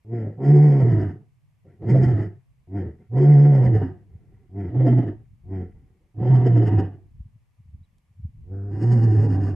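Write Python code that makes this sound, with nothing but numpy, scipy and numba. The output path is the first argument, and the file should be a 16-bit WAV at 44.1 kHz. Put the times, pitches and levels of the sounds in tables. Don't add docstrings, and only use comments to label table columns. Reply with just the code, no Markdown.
import sys
import numpy as np
from scipy import signal
from scipy.fft import rfft, irfft
from scipy.io import wavfile
from scipy.ndimage import uniform_filter1d
from numba import njit

SR = 44100
rng = np.random.default_rng(int(sys.argv[2]) if len(sys.argv) > 2 else 0)


def wav_record(signal):
    frames = np.transpose(np.atleast_2d(signal))
    bounded = np.clip(frames, -1, 1)
    quanta = np.round(bounded * 32767).astype(np.int16)
    wavfile.write(sys.argv[1], SR, quanta)


N = 421155
TIME = np.arange(N) / SR
ROUGHEST = .86
THROAT_SAG = -0.58
THROAT_KNEE_DB = -24.5


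def undb(db):
    return 10 ** (np.asarray(db) / 20)


def unit(x, seconds=None):
    power = np.mean(x ** 2) if seconds is None else uniform_filter1d(x ** 2, int(seconds * SR))
    return x / np.sqrt(power + 1e-18)


def curve(rows):
    s, *columns = np.transpose(rows)
    return [np.interp(TIME, s, c) for c in columns]


def walk(rate):
    k = int(SR / rate)
    held = np.repeat(rng.standard_normal(N // k + 1), k)
    return 1.3 * uniform_filter1d(uniform_filter1d(held, k), k)[:N]


def band(x, lo_hz, hi_hz, order=2):
    return signal.sosfilt(signal.butter(order, [lo_hz, hi_hz], "band", fs=SR, output="sos"), x)


@njit
def svf(x, hz, width):
    y, b, l = np.empty(len(x)), 0., 0.
    for i in range(len(x)):
        g, k = np.tan(np.pi * hz[i] / SR), width / hz[i]
        v = (b + g * (x[i] - l)) / (1 + g * (g + k))
        b, l, y[i] = 2 * v - b, l + 2 * g * v, k * v
    return y


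def ring(x, modes, stretch=np.ones(N), wander=0):
    out = 0
    for k, (hz, width_hz, db) in enumerate(modes):
        centre = hz * stretch * (np.exp(wander * walk(14)) if wander else 1)
        once = svf(x, centre, 1.44 * width_hz)
        out = out + (-1) ** k * undb(db) * svf(once, centre, 1.44 * width_hz)
    return out


def clicks(phase, size):
    cycle = np.floor(phase).astype(int)
    at = np.flatnonzero(np.diff(cycle)) + 1
    late = (phase[at] - cycle[at]) / (phase[at] - phase[at - 1])
    out = np.zeros(N)
    out[at - 1] += size[at] * late
    out[at] += size[at] * (1 - late)
    return out


def bush():
    # (frequency [Hz], relative level [dB])
    spectrum = [(18, -45.5), (30, -25), (121, 3.5), (285, -20.5), (1180, -19), (1340, -27), (2220, -20.5),
                (3080, -27.5), (3770, -31.5), (12700, -34.5), (16500, -62.5), (22000, -120)]
    bush_db = -72.5
    hz = np.fft.rfftfreq(N, 1 / SR) + 1
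    colour_hz, colour_db = np.transpose(spectrum)
    colour = undb(np.interp(np.log(hz), np.log(colour_hz), colour_db))
    mid, side = rfft(rng.standard_normal((2, N)))
    width = np.minimum(hz / 500, .7) * np.array([[1], [-1]])
    return undb(bush_db) * unit(irfft(colour * (mid + width * side), N))


def wind():
    # (time [s], level [dB])
    rumble = [(1.2, -72.5), (2.0, -75), (2.5, -67), (4.0, -59.5), (4.3, -55), (4.48, -61), (5.3, -56),
              (5.6, -47), (6.1, -66.5), (7.15, -56.5), (7.4, -70), (7.6, -72), (7.74, -51), (8.08, -70.5),
              (8.36, -50.5), (9.5, -51.5)]
    # (time [s], peak level [dB])
    thuds = [(4.154, -32.5), (4.328, -53), (5.332, -44), (5.78, -44), (7.15, -43), (7.205, -28.5),
             (7.26, -36.5), (7.36, -43.5), (7.602, -42.5), (7.659, -45), (7.691, -41), (7.749, -34),
             (7.813, -39.5), (8.11, -49), (8.199, -34.5), (8.251, -22), (8.291, -42), (8.349, -39.5)]
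    thud_hz, thud_s = 72.2, 0.015
    gust = undb(curve(rumble)[0] + 3 * walk(30))
    shared, left, right = (unit(band(rng.standard_normal(N), 25, 120), 0.08) for _ in range(3))
    out = gust * (shared + .5 * np.array([left, right]))
    half = 2000
    t = np.arange(-half, half) / SR
    for (s, db), chance in zip(thuds, rng.standard_normal((len(thuds), 3))):
        swing = 2 * np.pi * thud_hz * np.exp(0.19 * chance[0]) * t
        swing = swing + chance[1] + 0.97 * np.tanh(t / 0.0025)
        thud = undb(db) * np.exp(-np.abs(t) / thud_s) * np.cos(swing)
        balance = undb(.5 * chance[2] * np.array([[1], [-1]]))
        out[:, int(s * SR) - half:int(s * SR) + half] += thud * balance
    return signal.sosfilt(signal.butter(3, 230, fs=SR, output="sos"), out)


def chirp_and_tick():
    # (time [s], frequency [Hz], level [dB])
    note = [(7.82, 3360, -99), (7.84, 3970, -74), (7.85, 3950, -76), (7.865, 2880, -86)]
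    tick_s, tick_db = 7.983, -62
    hz, db = curve(note)
    sounding = (TIME > note[0][0]) & (TIME < note[-1][0])
    chirp = np.sin(2 * np.pi * np.cumsum(hz) / SR) * undb(db) * sounding
    tick = rng.standard_normal(N) * (TIME > tick_s) * np.exp(-np.abs(TIME - tick_s) / 0.002)
    return chirp + undb(tick_db) * band(tick, 1300, 8600)


def spread(voice, turn):
    # (low edge [Hz], high edge [Hz], level before band-pass [dB], t60 [s])
    scrub = [(60, 160, -35.5, 3.3), (205, 1500, -21, 0.17), (563, 2500, -8, 0.3), (2000, 3500, -5, 0.067),
             (4000, 21000, -5.5, 0.054)]
    turn_db, turn_hz = 0.72, 400
    bass = signal.lfilter(*signal.butter(1, turn_hz, fs=SR), voice)
    lean = undb(turn_db * turn * np.array([[-1], [1]])) - 1
    tail = 0
    for lo_hz, hi_hz, db, t60 in scrub:
        decay = np.exp(-np.log(1000) * TIME[:SR] / t60)
        noise = band(rng.standard_normal((2, SR)), lo_hz, hi_hz)
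        tail = tail + undb(db) * noise * decay / np.linalg.norm(decay)
    return voice + lean * bass + signal.fftconvolve(voice[None], tail, axes=1)[:, :N]


def bursts_and_tones():
    # (time [s], burst gain [dB], tone frequency [Hz], tone level [dB])
    events = [(0.501, 2.5, 354.3, -23.5), (.56, 1.5, 365.5, -19), (1.011, 3, 306.3, -30.5),
              (1.9, 5, 343.1, -26.5), (1.972, 5.5, 377.5, -30), (2.04, 5.5, 366, -25.5),
              (2.226, 1.5, 399, -40), (3.23, 3, 367, -16), (3.738, 2, 319.4, -23.5),
              (3.843, 0.5, 264.8, -23.5), (4.869, 8.5, 322.2, -20.5), (4.89, 7.5, 688.6, -26.5),
              (4.919, 4.5, 237.2, -19), (4.985, 9.5, 264.9, -20), (5.04, 0.5, 300, -40.5),
              (5.085, 7.5, 308.9, -31), (6.274, 2.5, 340, -40), (6.353, 6, 340.8, -34.5),
              (6.471, 8.5, 376, -25), (6.58, 6.5, 305.6, -20), (6.63, 4.5, 401.8, -25),
              (6.68, 8, 299.6, -28), (6.73, 6, 282, -26.5), (6.799, 10, 410, -40), (6.845, 3.5, 332, -40),
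              (8.83, 6.5, 297, -39), (8.928, 7.5, 235.7, -36), (8.97, -1, 229, -22),
              (9.04, 6.5, 241.7, -24.5), (9.125, 3, 326.2, -26.5), (9.201, 3, 346.1, -43),
              (9.26, 4, 395.2, -40.5), (9.31, 1, 267.4, -23), (9.359, 3.5, 295.4, -31.5),
              (9.44, 2.5, 390.5, -40)]
    burst_s, glide = .012, -.03
    bumps_db, tones = np.zeros(N), np.zeros(N)
    t = np.arange(-.08 * SR, .08 * SR) / SR
    for s, db, tone_hz, tone_db in events:
        at = int(s * SR) + np.arange(len(t)) - len(t) // 2
        hz = tone_hz * (1 + glide * np.tanh(t / 0.071))
        bumps_db[at] += db * np.exp(-(t / burst_s) ** 2 / 2)
        swell = undb(tone_db) * np.exp(-(t / 0.02) ** 2 / 2)
        tones[at] += swell * np.sin(2 * np.pi * np.cumsum(hz) / SR)
    return undb(bumps_db), tones


def folds(hz, tone_db, rough, doubling):
    phase = np.cumsum(hz * (1 + .04 * rough * walk(40))) / SR
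    tone = np.sqrt(2) * np.sin(2 * np.pi * phase) * undb(tone_db + 1.5 * rough * walk(30))
    steady = clicks(phase, 1 + doubling * (-1.) ** np.floor(phase))
    erratic_phase = np.cumsum(1.6 * hz * np.exp(.4 * walk(70))) / SR
    erratic = clicks(erratic_phase, undb(4.1 * walk(90)))
    opening = .5 + np.exp(-(phase % 1) / 0.56)
    puff = unit(rng.standard_normal(N) * opening * undb(2.2 * walk(35)))
    growl = unit(erratic) + 1.1 * puff
    return tone, steady, growl, puff


def lion(hz, tone_db, throat_db, rasp_db, rough, doubling, low, mid, high, mouth_db, ring_db, hiss_db):
    # (centre [Hz], nominal width [Hz], relative level [dB])
    chest_modes = [(58.4, 85, -19.5), (119.4, 68.5, 4.5)]
    throat_modes = [(197, 69, 1), (298, 90.4, -3.5), (353.3, 53, 3), (439.1, 76.7, -2.5)]
    mouth_modes = [(640, 55, -27), (725.4, 41, 5.5), (914, 54, -8), (1068, 65, -13.5)]
    rasp_modes = [(1374, 96, 0), (1610, 530, -6.5), (2005, 390, -0.5), (2280, 130, -27)]
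    ring_modes = [(2780, 170, -4.5), (3160, 130, 0), (3500, 960, -17)]
    hiss_modes = [(4510, 750, -3), (5220, 560, 1), (6630, 540, -3), (7940, 790, -7), (9350, 1200, -15),
                  (11500, 2200, -21.5)]
    tone, steady, growl, puff = folds(hz, tone_db, rough, doubling)
    burst, brief_tones = bursts_and_tones()

    def voiced(modes, rough, stretch, harsh, wander):
        clean = unit(ring(steady, modes, stretch), .12)
        harsh = unit(ring(harsh, modes, stretch, wander), 0.09)
        return np.sqrt(1 - rough) * clean + np.sqrt(rough) * burst * harsh

    body = voiced(throat_modes, rough, low, growl, 0.1)
    body += undb(mouth_db) * voiced(mouth_modes, rough, mid, growl, 0.04)
    flutter = undb(2 * rough * walk(40))
    bright = flutter * voiced(rasp_modes, rough ** .4, high, puff + .3 * growl, .012)
    bright += undb(ring_db) * burst * flutter * unit(ring(puff, ring_modes, high ** 0.8), 0.1)
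    bright += undb(hiss_db - 7) * (burst * flutter) ** 1.5 * unit(ring(puff, hiss_modes), .15)
    body += undb(2) * rough ** 2 * unit(ring(growl, chest_modes), 0.15)
    return tone + brief_tones + undb(throat_db) * body + undb(rasp_db) * bright


def sing(hz, tone_db, throat_db, sag, rasp_db, rough, doubling, low, mid, high, mouth_db, ring_db, hiss_db, turn):
    sag_clear, sag_rough = .05, .14
    crack = np.clip((sag - sag_clear) / (sag_rough - sag_clear), 0, 1)
    return np.broadcast_arrays(hz, tone_db, throat_db, rasp_db, rough + (ROUGHEST - rough) * crack,
                               doubling * (1 - crack), low + THROAT_SAG * sag, mid, high - .35 * sag,
                               mouth_db - 22 * sag, ring_db, hiss_db - 25 * sag, turn)


def breath(db):
    return sing(hz=91.9, tone_db=db, throat_db=db, sag=0, rasp_db=-15.5, rough=ROUGHEST, doubling=0,
                low=1, mid=1, high=1, mouth_db=-16.5, ring_db=-20, hiss_db=-20, turn=0)


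def add_breaths(out):
    # (start [s], end [s], level after the onset [dB], last level [dB])
    breaths = [(1.64, 1.791, -54, -62.5), (2.97, 3.076, -54, -65), (3.971, 4.472, -63.5, -61),
               (5.72, 6.12, -60, -75.5)]
    edge_s = .03
    for start, end, *db in breaths:
        on = (TIME > start) & (TIME < end)
        level_db = np.interp(TIME[on], [start, start + edge_s, end], [db[0] - 11.5, *db])
        out[:, on] = breath(level_db)


def grunt_curve(s, length, hz, last_hz, db, last_db):
    swell_s, swell_db, scoop = .09, -24.5, .89
    release_s, release_db = .09, -21
    top = s + swell_s
    return [(s, scoop * hz, db + swell_db), (top, hz, db), (top + length, last_hz, last_db),
            (top + length + release_s, last_hz, last_db + release_db)]


def add_grunts(out):
    # (start [s], length after the swell [s], pitch [Hz], last pitch [Hz], fundamental [dB], last level [dB],
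    # throat over fundamental [dB], rasp over throat [dB], throat resonances [factor], upper resonances [factor])
    grunts = [(.045, .15, 118.8, 102.4, -25.5, -30.5, -4.5, -26, .99, 1),
              (2.67, .13, 101.5, 78.23, -25, -37, -2, -25.5, 0.82, 1.01),
              (4.49, .11, 101.7, 88.42, -28, -30.5, -3, -26, 0.87, 1.01),
              (5.435, .1, 97.83, 88.69, -28, -30, -4.5, -26, .86, 1.01),
              (8.435, .19, 97.1, 101.7, -30, -30, -11, -23, 1, .76)]
    # (mouth over throat [dB], ring over rasp [dB], hiss setting [dB])
    grunt_voice = (-17.5, -21.5, -14.5)
    throat_steep = 0.23
    for *shape, throat_db, rasp_db, low, high in grunts:
        rows = grunt_curve(*shape)
        on = (TIME > rows[0][0]) & (TIME < rows[-1][0])
        hz, db = (c[on] for c in curve(rows))
        sag = 1 - hz / np.maximum.accumulate(hz)
        filling_db = throat_steep * (np.maximum.accumulate(db) - db.max())
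        rising_low = low - 2 * THROAT_SAG * sag
        out[:, on] = sing(hz, db, db + throat_db + filling_db, sag, rasp_db, .13, 0,
                          rising_low, .97, high, *grunt_voice, .08)


def add_roars(out):
    # (time [s], pitch [Hz], fundamental [dB])
    roars = [
        [(0.37, 109.9, -46.5), (0.398, 135.1, -33), (0.496, 143.6, -10), (0.646, 146.6, -9.5),
         (0.758, 140.7, -15), (0.968, 105.5, -17), (1.014, 106, -21), (1.096, 97.5, -29.5), (1.3, 109.5, -67.5)],
        [(1.79, 102.3, -54), (1.85, 112.5, -31), (1.942, 134.2, -11), (2.08, 123.2, -16), (2.162, 101.9, -17.5),
         (2.268, 104.9, -33.5), (2.4, 99.9, -58.5)],
        [(3.08, 94.7, -70.5), (3.102, 112.8, -40.5), (3.16, 131.1, -17), (3.228, 142, -14.5),
         (3.298, 144.9, -8.5), (3.498, 144.2, -11.5), (3.632, 126.9, -16), (3.768, 108.9, -16.5),
         (3.852, 95.3, -31), (3.986, 98.6, -50), (4.1, 98.3, -61.5)],
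        [(4.7, 100.4, -35), (4.72, 114.1, -33), (4.776, 128.3, -15), (4.98, 121.1, -14.5), (5.106, 103, -32.5),
         (5.25, 108.7, -60)],
        [(6.14, 99.7, -53.5), (6.188, 106.5, -30), (6.26, 126, -19.5), (6.348, 127.3, -11.5),
         (6.398, 120.5, -14), (6.624, 116.1, -16), (6.698, 100.4, -19.5), (6.784, 97.0, -16),
         (6.9, 96.14, -37.5), (7.12, 96.3, -65.5)],
        [(8.71, 101.5, -30), (8.778, 102.6, -28), (8.844, 115.5, -17), (8.932, 123.4, -14),
         (8.966, 115.3, -15.5), (9.156, 108, -15.5), (9.372, 104.7, -20), (9.56, 95.4, -26.5)],
    ]
    # (fullest throat [dB], throat delay [s],
    # rasp over throat [dB], roughness [0-1], doubling [0-1], throat resonances [factor],
    # mouth resonances [factor], upper resonances [factor], mouth over throat [dB], ring over rasp [dB],
    # hiss setting [dB])
    roar_voices = [(-26, -0.0047, -24.5, .25, 0.6, 1.04, 0.992, 1.015, -11, -18, -8.5),
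                   (-26, -0.0057, -24.5, .85, 0, 1.006, .95, 1.01, -13, -19, -10),
                   (-27.5, 0.016, -23.5, .25, .55, 1.12, 0.991, 1.006, -9, -16, -9.5),
                   (-28, 0.0082, -29.5, .8, 0.05, 0.901, .96, .98, -15.5, -13, -16),
                   (-29, 0.004, -24.5, .7, 0, 1.006, 1.003, 0.9713, -10, -11, -11),
                   (-30, 0.015, -24, .3, 0.01, .95, 1.044, 0.916, -13.5, -13.5, -3)]
    throat_steep = 1.09
    for rows, (full_db, late, *voice) in zip(roars, roar_voices):
        on = (TIME > rows[0][0]) & (TIME < rows[-1][0])
        hz, db = (c[on] for c in curve(rows))
        drive = throat_steep * (np.interp(TIME[on] - late, TIME[on], db) - THROAT_KNEE_DB)
        throat_db = np.maximum(full_db - 2 * np.log1p(np.exp(-drive / 2)), out[2, on])
        out[:, on] = sing(hz, db, throat_db, 1 - hz / hz.max(), *voice, 1)


def controls():
    rasp_late_s, rasp_steep = 0.018, 0.16
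    out = np.array(breath(np.full(N, -110.)))
    add_breaths(out)
    add_grunts(out)
    add_roars(out)
    out = uniform_filter1d(out, size=400, axis=1)
    trailing_db = np.interp(TIME - rasp_late_s, TIME, out[2])
    out[3] += trailing_db + rasp_steep * np.minimum(trailing_db - THROAT_KNEE_DB, 0)
    out[4:6] = out[4:6].clip(0, 1)
    return out


def scene():
    background = bush() + wind() + chirp_and_tick()
    *voice, turn = controls()
    return background + spread(lion(*voice), turn)


def record(dry):
    top_hz = 15600
    fade = np.minimum((N - 1 - np.arange(N)) / (.004 * SR), 1)
    return fade * signal.sosfilt(signal.ellip(10, .2, 100, top_hz, fs=SR, output="sos"), dry)


dry = scene()
out = record(dry)
wav_record(out)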